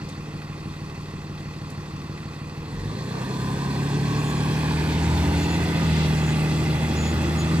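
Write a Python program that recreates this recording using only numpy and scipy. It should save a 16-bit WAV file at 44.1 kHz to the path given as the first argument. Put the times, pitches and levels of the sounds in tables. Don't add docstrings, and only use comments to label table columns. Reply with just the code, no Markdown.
import sys
import numpy as np
from scipy import signal
from scipy.io import wavfile
from scipy.ndimage import uniform_filter1d

SR = 44100
rng = np.random.default_rng(int(sys.argv[2]) if len(sys.argv) > 2 else 0)


def pcm_store(signal):
    levels = np.round(np.clip(np.atleast_2d(signal), -1, 1) * 32767)
    wavfile.write(sys.argv[1], SR, levels.astype(np.int16).T)


N = 335160
TIME = np.arange(N) / SR
FRAME = 2048
BINS = np.maximum(np.fft.rfftfreq(FRAME, 1 / SR), 1)

IDLE_RPM = 750.8
# start in seconds, change of speed in rpm, time it takes in seconds, climb afterwards in rpm per second.
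THROTTLE = [(2.6, 494, .36, 143), (5.63, -154, .29, 26), (7.33, 110, .3, 26)]


def crank_rpm(at):
    rpm, climb_before = IDLE_RPM, 0
    for start, change, taking, climb in THROTTLE:
        since = np.maximum(at - start, 0)
        eased = 1 - np.exp(-(since / taking) ** 1.6)
        rpm = rpm + change * eased + (climb - climb_before) * since
        climb_before = climb
    return rpm


# lateness in seconds, kick in dB before the push.
THUMPS = [(.0005, 9), (.002, -3.5), (0, 3.9), (.0018, -5.1), (0, 5.2), (.0029, -9.5)]
# pitch in Hz, level for a 0 dB kick in dB, decay by 60 dB in seconds.
THUMP_MODES = [(68, -32.4, .096), (81, -21.9, .029), (89, -35.9, .147), (151, -34.9, .2),
               (153, -33.4, .037), (199, -34.3, .051), (183, -43.4, .3), (301, -42.3, .04),
               (319, -51.5, .35)]
THUMP_PUSH_DB, THUMP_PUSH_AT_S, THUMP_PUSH_TAKES_S = 5, 2.76, .06


def thumps(cycles, scatter_db=.3):
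    number = np.arange(int(cycles[-1] * len(THUMPS)))
    late, db = np.take(THUMPS, number, axis=0, mode="wrap").T
    at = np.interp(number / len(THUMPS), cycles, TIME) + late
    db = db + THUMP_PUSH_DB * ease(at - THUMP_PUSH_AT_S, THUMP_PUSH_TAKES_S)
    db = db + scatter_db * rng.standard_normal(len(at))
    kicks = np.zeros(N + SR)
    kicks[(at * SR).astype(int)] = from_db(db) * (at > late)
    out = np.zeros(N)
    for k, (hz, level_db, t60) in enumerate(THUMP_MODES):
        out += (-1) ** k * from_db(level_db) * ring(kicks[:N], hz, t60)
    return out * np.sqrt(1 - merged())


def merged():
    return ease(TIME - 2.946, .05)


# time in seconds, level in dB before rocking.
FIRING_TONE = [(3.1, -60), (3.42, -41), (4.43, -39.5), (5.13, -24), (5.69, -31), (5.73, -35), (5.9, -26),
               (6.4, -33.5), (7.14, -26), (7.55, -30)]
# time in seconds, level in dB before the trim and rocking.
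FIRING_OCTAVE = [(3.1, -31), (3.76, -28), (3.95, -24), (5.64, -26), (5.88, -21.5), (6.54, -22.5),
                 (7.24, -30), (7.55, -22.5)]
OCTAVE_TRIM_DB = -1
IDLE_TONE_DB, IDLE_OCTAVE_DB = -66, -62
MOUNT_HZ, MOUNT_WIDTH_HZ, MOUNT_TONE_DB, MOUNT_OCTAVE_DB = 46, 5.3, 30, 13


def boom(rpm, state):
    load = np.minimum(state, 1)
    (tone,), (octave,) = in_time(FIRING_TONE), in_time(FIRING_OCTAVE)
    firing_hz = rpm / 120 * 6
    rocking = bell(firing_hz - MOUNT_HZ, MOUNT_WIDTH_HZ)
    tone_db = (1 - load) * IDLE_TONE_DB + load * tone
    octave_db = (1 - load) * IDLE_OCTAVE_DB + load * (octave + OCTAVE_TRIM_DB)
    return tone_db + MOUNT_TONE_DB * rocking, octave_db + MOUNT_OCTAVE_DB * rocking


# multiple of the four-stroke cycle rate, then the level in dB
ORDER_DB = [(5, -65, -65, -52, -62), (7, -64, -56, -43, -55), (8, -55, -52, -42, -43),
            (9, -48, -36, -39, -43), (10, -50, -48, -40, -35.5), (11, -44, -43, -40, -43),
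            (13, -52, -46, -41, -42), (14, -50, -50, -50, -43), (15, -36, -33, -36, -36),
            (16, -52, -58, -38, -40), (17, -54, -47, -54, -42), (18, -37, -35, -42, -35.5),
            (20, -58, -48, -46, -45), (21, -46, -44, -34, -42), (23, -49, -41, -43, -56),
            (24, -47, -39, -43, -38), (26, -60, -53, -53, -47), (27, -46, -47, -47, -44),
            (28, -53, -56, -44, -47), (30, -53, -48, -48, -50), (32, -58, -45, -46, -55),
            (34, -56, -43, -50, -48), (36, -56, -45, -52, -52), (40, -45, -54, -58, -53),
            (48, -60, -58, -50, -53), (54, -58, -52, -49, -58), (60, -62, -58, -54, -52),
            (63, -62, -54, -55, -54), (66, -62, -55, -52, -55), (72, -60, -53, -47, -52),
            (84, -54, -49, -62, -62)]
STAGES_S = [3.2, 3.9, 5.3, 6.6]
IDLE_WAVER, LOAD_WAVER, BOOM_WAVER = .08, .2, .05


def hum(cycles, rpm, state):
    waver, share = np.interp(state, [0, 1], [IDLE_WAVER, LOAD_WAVER]), np.sqrt(merged())
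    lines = [(k, share * from_db(np.interp(TIME, STAGES_S, db)), waver) for k, *db in ORDER_DB]
    lines += [(k, from_db(db), BOOM_WAVER) for k, db in zip((6, 12), boom(rpm, state))]
    out = np.zeros(N)
    for order, gain, w in lines:
        angle = 2 * np.pi * (order * cycles + rng.random())
        out += gain * ((1 + w * drift(3.2)) * np.cos(angle) + w * drift(3.9) * np.sin(angle))
    return np.sqrt(2) * out


CYLINDER_DB = [-8, -11, -8.5, 0.5, -7, -7]
IDLE_KNOCK, LOAD_KNOCK, SCATTER_DB = 1.1, .7, 2.2
KNOCK_DECAY = .22
RUSH_SHARE = .35
RECURRING, REPEAT_HZ = .8, 4500


def clatter(cycles, state, size=4096):
    firings = cycles * len(CYLINDER_DB)
    number = np.floor(firings).astype(int)
    scatter = SCATTER_DB * rng.standard_normal(number.max() + 1)[number]
    strength = from_db(np.take(CYLINDER_DB, number, mode="wrap") + scatter)
    loading = np.interp(state, [0, 1], [IDLE_KNOCK, LOAD_KNOCK])
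    knock = loading * strength * np.exp(-(firings % 1) / KNOCK_DECAY)
    rattle = np.interp(cycles % 1 * size, np.arange(size), rng.standard_normal(size))
    rattle = rattle / np.sqrt(np.gradient(cycles) * size)
    rush, diffuse = frames(steady(1 + RUSH_SHARE * knock) * rng.standard_normal((2, N)))
    hz = BINS[:, None]
    share = RECURRING / (1 + (hz / REPEAT_HZ) ** 2) * (hz > 540)
    direct = np.sqrt(1 - share) * rush + np.sqrt(share) * frames(steady(1 + knock) * rattle)
    return direct, diffuse


# time in seconds, 0 idling / 1 pulling away / 2 alongside.
STATE = [(0, 0.015), (2.6, 0.043), (3.2, 0.88), (3.6, 1.17), (4.4, 1.62), (5.3, 2), (7.6, 1.68)]
# pitch in Hz, idling, pulling and alongside level in dB per Hz.
LOW_COLOUR = [(30, -95, -88, -82), (40, -67.5, -69, -66.5), (70, -69, -64, -61), (110, -69, -58.5, -53),
              (175, -68, -61, -56), (230, -67, -63, -57)]
# pitch in Hz, idling, pulling and alongside level in dB per Hz.
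COLOUR = [(302, -69.5, -68.5, -58), (385, -71, -62, -56), (492, -72.5, -69, -65), (620, -84.5, -73, -66.5),
          (930, -78.5, -70.5, -62.5), (1430, -86.5, -69, -67), (3030, -94.5, -82.5, -75.5),
          (5740, -91, -83, -78.5), (7900, -99, -88.5, -84), (13700, -106, -98.5, -91.5)]
# pitch in Hz, width in Hz, height in dB.
TREBLE_HISS = (8000, 700, 3.0)
# pitch in Hz, width in Hz, idling, pulling and alongside height in dB.
BLOCK = [(323, 22, 2, 4, 3.5), (1112, 69, 6.5, 1, -1.5), (1350, 69, 4, -15, -4), (1878, 84, 9.5, 1.5, 4.5),
         (2040, 46, 10.5, -1, 7.5), (2568, 195, 11, 1.5, 8), (3433, 250, 6.5, 5.5, 5),
         (4390, 410, 7.5, 4, 4)]
# pitch in Hz, width in Hz, height in dB.
REAR = [(323, 32, 9), (577, 31, 5), (1250, 140, 5.5)]
REAR_AT_S, REAR_TAKES_S = 7.03, .17
RUMBLE_HZ, RUMBLE_WIDTH_HZ, RUMBLE_FOLLOWS = 60.7, 20, .58


def engine_body(count):
    at = np.arange(count) * FRAME / 2 / SR
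    hiss_hz, hiss_width, hiss_db = TREBLE_HISS
    colours = by_pitch(LOW_COLOUR + COLOUR) + hiss_db * bell(BINS - hiss_hz, hiss_width)
    for hz, width, *db in BLOCK:
        colours = colours + np.outer(db, bell(BINS - hz, width))
    state, = in_time(STATE, at)
    blend = np.array([np.interp(state, [0, 1, 2], one) for one in np.eye(3)])
    level_db = colours.T @ blend + effort_db(at)
    level_db += humps(REAR) * ease(at - REAR_AT_S, REAR_TAKES_S)
    tone, = in_time(FIRING_TONE, at)
    swell_db = RUMBLE_FOLLOWS * (tone - np.mean(tone[state > 1])) * np.clip(state - 1, 0, 1)
    level_db += np.outer(bell(BINS - RUMBLE_HZ, RUMBLE_WIDTH_HZ), swell_db)
    return from_db(level_db) * road_echo(at, state) * np.sqrt(SR / 2)


# pitch in Hz, width in Hz, greatest height in dB.
STRAIN = [(260, 23, 5.5), (467, 79, 7.5), (4130, 200, 5.5)]
STRAIN_RELAX_S = .27
HARD_ABOVE_RPM, HARD_DB_PER_RPM, HARD_HZ, HARD_WIDTH_HZ = 1350, .0025, 3440, 1600


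def effort_db(at):
    rpm = crank_rpm(at)
    speeding_up = np.maximum(np.gradient(rpm), 0)
    strain = signal.lfilter([1], [1, -np.exp(-at[1] / STRAIN_RELAX_S)], speeding_up)
    hardening = HARD_DB_PER_RPM * np.maximum(rpm - HARD_ABOVE_RPM, 0)
    return humps(STRAIN) * strain / strain.max() + np.outer(bell(BINS - HARD_HZ, HARD_WIDTH_HZ), hardening)


# time in seconds, pitch in Hz, height in dB once the bus moves.
SLIDING = [(3.1, 1180, 5.5), (4.4, 1150, 3.5), (5.0, 970, 4.5), (5.4, 782, 2), (5.75, 795, 0.5),
           (6.0, 890, 0.5), (6.5, 750, 1), (6.9, 770, 3.5), (7.6, 660, 0.5)]
SLIDING_WIDTH_HZ = 115
ECHO_GAIN, ECHO_FAR_S, ECHO_NEAR_S = .3, .001145, .00149
ECHO_DULL_HZ = 5000
NEARING_AT_S, NEARING_TAKES_S = 4.92, .32


def road_echo(at, state):
    lag = ECHO_FAR_S + (ECHO_NEAR_S - ECHO_FAR_S) * ease(at - NEARING_AT_S, NEARING_TAKES_S)
    moving, hz = np.minimum(state, 1), BINS[:, None]
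    centre_hz, height_db = in_time(SLIDING, at)
    sliding_db = height_db * moving * bell(hz - centre_hz, SLIDING_WIDTH_HZ)
    bounce = ECHO_GAIN * bell(hz, ECHO_DULL_HZ) * moving * np.exp(-2j * np.pi * hz * lag)
    return np.abs(1 + bounce) * from_db(sliding_db)


# pitch in Hz, relative level in dB, decay by 60 dB in seconds.
KNOCK_MODES = [(1650, -1, .018), (2480, -2, 0.018), (3450, -5, .012), (4230, -10, 0.012)]
# time in seconds, level in dB.
KNOCK_LEVEL = [(2.6, -45), (3.3, -40), (4.1, -39), (4.5, -33), (5.5, -33), (6.3, -37), (7.6, -38)]
KNOCK_CHANCE = .3


def knocks(cycles, jitter_s=.0008, scatter_db=3):
    firings = np.arange(cycles[0], cycles[-1], 1 / len(CYLINDER_DB))
    hard = firings[rng.random(len(firings)) < KNOCK_CHANCE]
    at = np.interp(hard, cycles, TIME) + np.abs(rng.normal(0, jitter_s, len(hard)))
    level_db, = in_time(KNOCK_LEVEL, at)
    out = np.zeros(N)
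    for hz, db, t60 in KNOCK_MODES:
        kicks = np.zeros(N + SR)
        kicks[(at * SR).astype(int)] = from_db(level_db + db + rng.normal(0, scatter_db, len(at)))
        out += ring(kicks[:N], hz, t60)
    return out


# time in seconds, level in dB before flutter.
WHINE = [(3.1, -64), (3.3, -43), (3.55, -40), (3.7, -48), (3.92, -56), (4.15, -40.5), (4.55, -45.5),
         (4.8, -54), (5.6, -53), (5.85, -44.5), (6.1, -55), (6.45, -45.5), (6.8, -56), (7.6, -58)]
WHINE_ORDER = 90.4
WHINE_FLUTTER_DB = 1.0


def whine(cycles, slip=.45, rough=.3):
    level = from_db(in_time(WHINE)[0] + WHINE_FLUTTER_DB * drift(2.2))
    level = level * merged() * (1 + rough * drift(35))
    return np.sqrt(2) * level * np.sin(2 * np.pi * WHINE_ORDER * cycles + slip * drift(9.0))


# time in seconds, pitch in Hz, level in dB.
SHAFT = [(4.15, 42, -93), (4.33, 46.3, -46), (4.55, 50.5, -46), (4.7, 54, -55), (4.9, 60, -36),
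         (5.05, 64, -42), (5.25, 67.9, -30), (5.45, 70.3, -36), (5.65, 75, -36), (5.95, 77, -90)]


def shaft():
    hz, db = in_time(SHAFT)
    return np.sqrt(2) * from_db(db) * np.sin(2 * np.pi * np.cumsum(hz) / SR)


# start in
# seconds, length in seconds, start pitch in Hz, end pitch in Hz, level in dB before flutter, roughness 0-1.
SQUEAKS = [(4.15, .075, 6960, 6945, -47, .15), (4.24, .09, 6900, 6945, -44.5, .15),
           (4.35, .06, 6960, 7000, -48, .15), (5.38, .09, 6880, 6940, -44, .25),
           (5.48, .085, 6920, 6950, -43.5, .2), (6.16, .055, 6960, 6930, -47, .2),
           (6.22, .12, 6870, 6885, -45, .25), (6.95, .18, 6790, 6875, -41.5, .1),
           (7.365, .075, 6840, 6750, -38.5, .2)]
GEAR_WHINES = [(3.56, .24, 962, 988, -41, .3), (3.97, .3, 1022, 998, -45, .4),
               (5.08, .24, 1012, 988, -37, .5), (5.33, .24, 892, 872, -36.5, .55),
               (5.48, .32, 738, 716, -38, .6), (5.63, .28, 1004, 960, -43, .6),
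               (5.74, .22, 546, 524, -39, .35), (5.84, .22, 858, 908, -35, .55),
               (6.05, .22, 936, 920, -43, .4)]


def singing(rows, wobble_hz=10, flutter_db=1.5, edge_s=.02):
    out = np.zeros(N)
    wobble, flutter = drift(35), from_db(flutter_db * drift(20))
    grit = (drift(70) + 1j * drift(70)) / np.sqrt(2)
    for start, length, from_hz, to_hz, db, rough in rows:
        on = (TIME > start) & (TIME < start + length)
        age = TIME[on] - start
        pitch = from_hz + (to_hz - from_hz) * age / length + wobble_hz * wobble[on]
        turning = np.exp(2j * np.pi * np.cumsum(pitch) / SR)
        tone = ((1 - rough + rough * grit[on]) * turning).real
        fade = np.clip(np.minimum(age, length - age) / edge_s, 0, 1)
        out[on] += from_db(db) * flutter[on] * tone * fade
    return out


# start in seconds,
# peak level in dB, rise in seconds, decay in seconds, low edge in Hz, high edge in Hz.
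TICKS = [(.086, -43.5, 0.0028, 0.015, 2800, 8400), (1.7, -46, 0.0023, 0.012, 4800, 10600),
         (4.3, -46, .003, 0.014, 5300, 11000), (3.12, -38, .04, 0.07, 370, 1200),
         (5.72, -35, 0.335, 0.025, 2300, 4460)]


def ticks():
    out = np.zeros((2, N))
    for start, db, rise, decay, low_hz, high_hz in TICKS:
        age = TIME - start
        level = from_db(db) * np.clip(age / rise, 0, 1) * np.exp(-np.maximum(age - rise, 0) / decay)
        band = signal.butter(2, [low_hz, high_hz], "band", fs=SR, output="sos")
        hiss = signal.sosfilt(band, rng.standard_normal((2, N)))
        out += level * hiss / hiss.std()
    return out


def air(count, patchy_db=1.5, size=16):
    at = np.minimum(np.arange(count) * FRAME // 2, N - 1)
    flicker = [drift(21.0)[at] for _ in range(size)]
    bands = np.column_stack([np.geomspace(400, 15000, size), flicker])
    return from_db(patchy_db * by_pitch(bands).T)


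# pitch in Hz, likeness of the two sides 0-1,
# lag of the left in radians, left above right in dB.
PAIR = [(60, .995, .037, .3), (160, 1, .25, 0), (345, .99, .36, .5), (800, .9, .89, -3.5),
        (1170, .82, 1.43, -.5), (1880, .76, 1.4, -4), (4200, .72, 1.3, .5), (5500, .65, 1.94, 3),
        (7850, .78, 1.38, -2.5), (14000, .86, 1.7, 1)]


def stereo(direct, diffuse):
    alike, lag, pan_db = by_pitch(PAIR)[:, :, None]
    alike, side = np.clip(alike, 0, 1), np.array([1, -1])[:, None, None]
    ears = np.sqrt((1 + alike) / 2) * direct + side * np.sqrt((1 - alike) / 2) * diffuse
    ears = ears * np.exp(-.5j * side * lag) * from_db(side * pan_db / 2)
    return signal.istft(ears, nperseg=FRAME)[1][:, :N]


def from_db(db):
    return 10 ** (np.asarray(db) / 20)


def in_time(rows, at=TIME):
    s, *columns = np.transpose(rows)
    return [np.interp(at, s, c) for c in columns]


def by_pitch(rows):
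    hz, *columns = np.transpose(rows)
    return np.array([np.interp(np.log(BINS), np.log(hz), c) for c in columns])


def drift(rate):
    step = 100
    r = np.exp(-2 * np.pi * rate * step / SR)
    slow = signal.lfilter([1], [1, -2 * r, r * r], rng.standard_normal(N // step + 1002))[1000:]
    return np.interp(np.arange(N) / step, np.arange(len(slow)), slow / slow.std())


def frames(x):
    return signal.stft(x, nperseg=FRAME)[2]


def bell(offset, width):
    return np.exp(-.5 * (offset / width) ** 2)


def humps(rows):
    return sum(db * bell(BINS[:, None] - hz, width) for hz, width, db in rows)


def ease(offset, taking):
    return .5 + .5 * np.tanh(offset / (2 * taking))


def steady(gain):
    return gain / np.sqrt(uniform_filter1d(gain ** 2, size=SR // 3))


def ring(kicks, hz, t60):
    r, w = np.exp(-np.log(1000) / (t60 * SR)), 2 * np.pi * hz / SR
    return signal.lfilter([0, np.sin(w)], [1, -2 * r * np.cos(w), r * r], kicks + 1e-18)


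def scene(first_thud_s=.018):
    rpm, (state,) = crank_rpm(TIME), in_time(STATE)
    cycles = np.cumsum(rpm) / 120 / SR
    cycles = cycles - np.interp(first_thud_s, TIME, cycles) + 1
    direct, diffuse = clatter(cycles, state)
    count = direct.shape[1]
    body = engine_body(count) * air(count)
    crank = thumps(cycles) + hum(cycles, rpm, state) + whine(cycles) + knocks(cycles)
    tones = frames(crank + shaft() + singing(GEAR_WHINES))
    engine = stereo(body * direct + tones, body * diffuse)
    brake = singing(SQUEAKS) * from_db([[-0.5], [0.5]])
    return engine + brake + ticks()


def record(dry):
    thin = signal.sosfilt(signal.butter(6, 31, "high", fs=SR, output="sos"), dry)
    return signal.sosfilt(signal.ellip(10, .1, 80, 15100, fs=SR, output="sos"), thin)


dry = scene()
out = record(dry)
pcm_store(out)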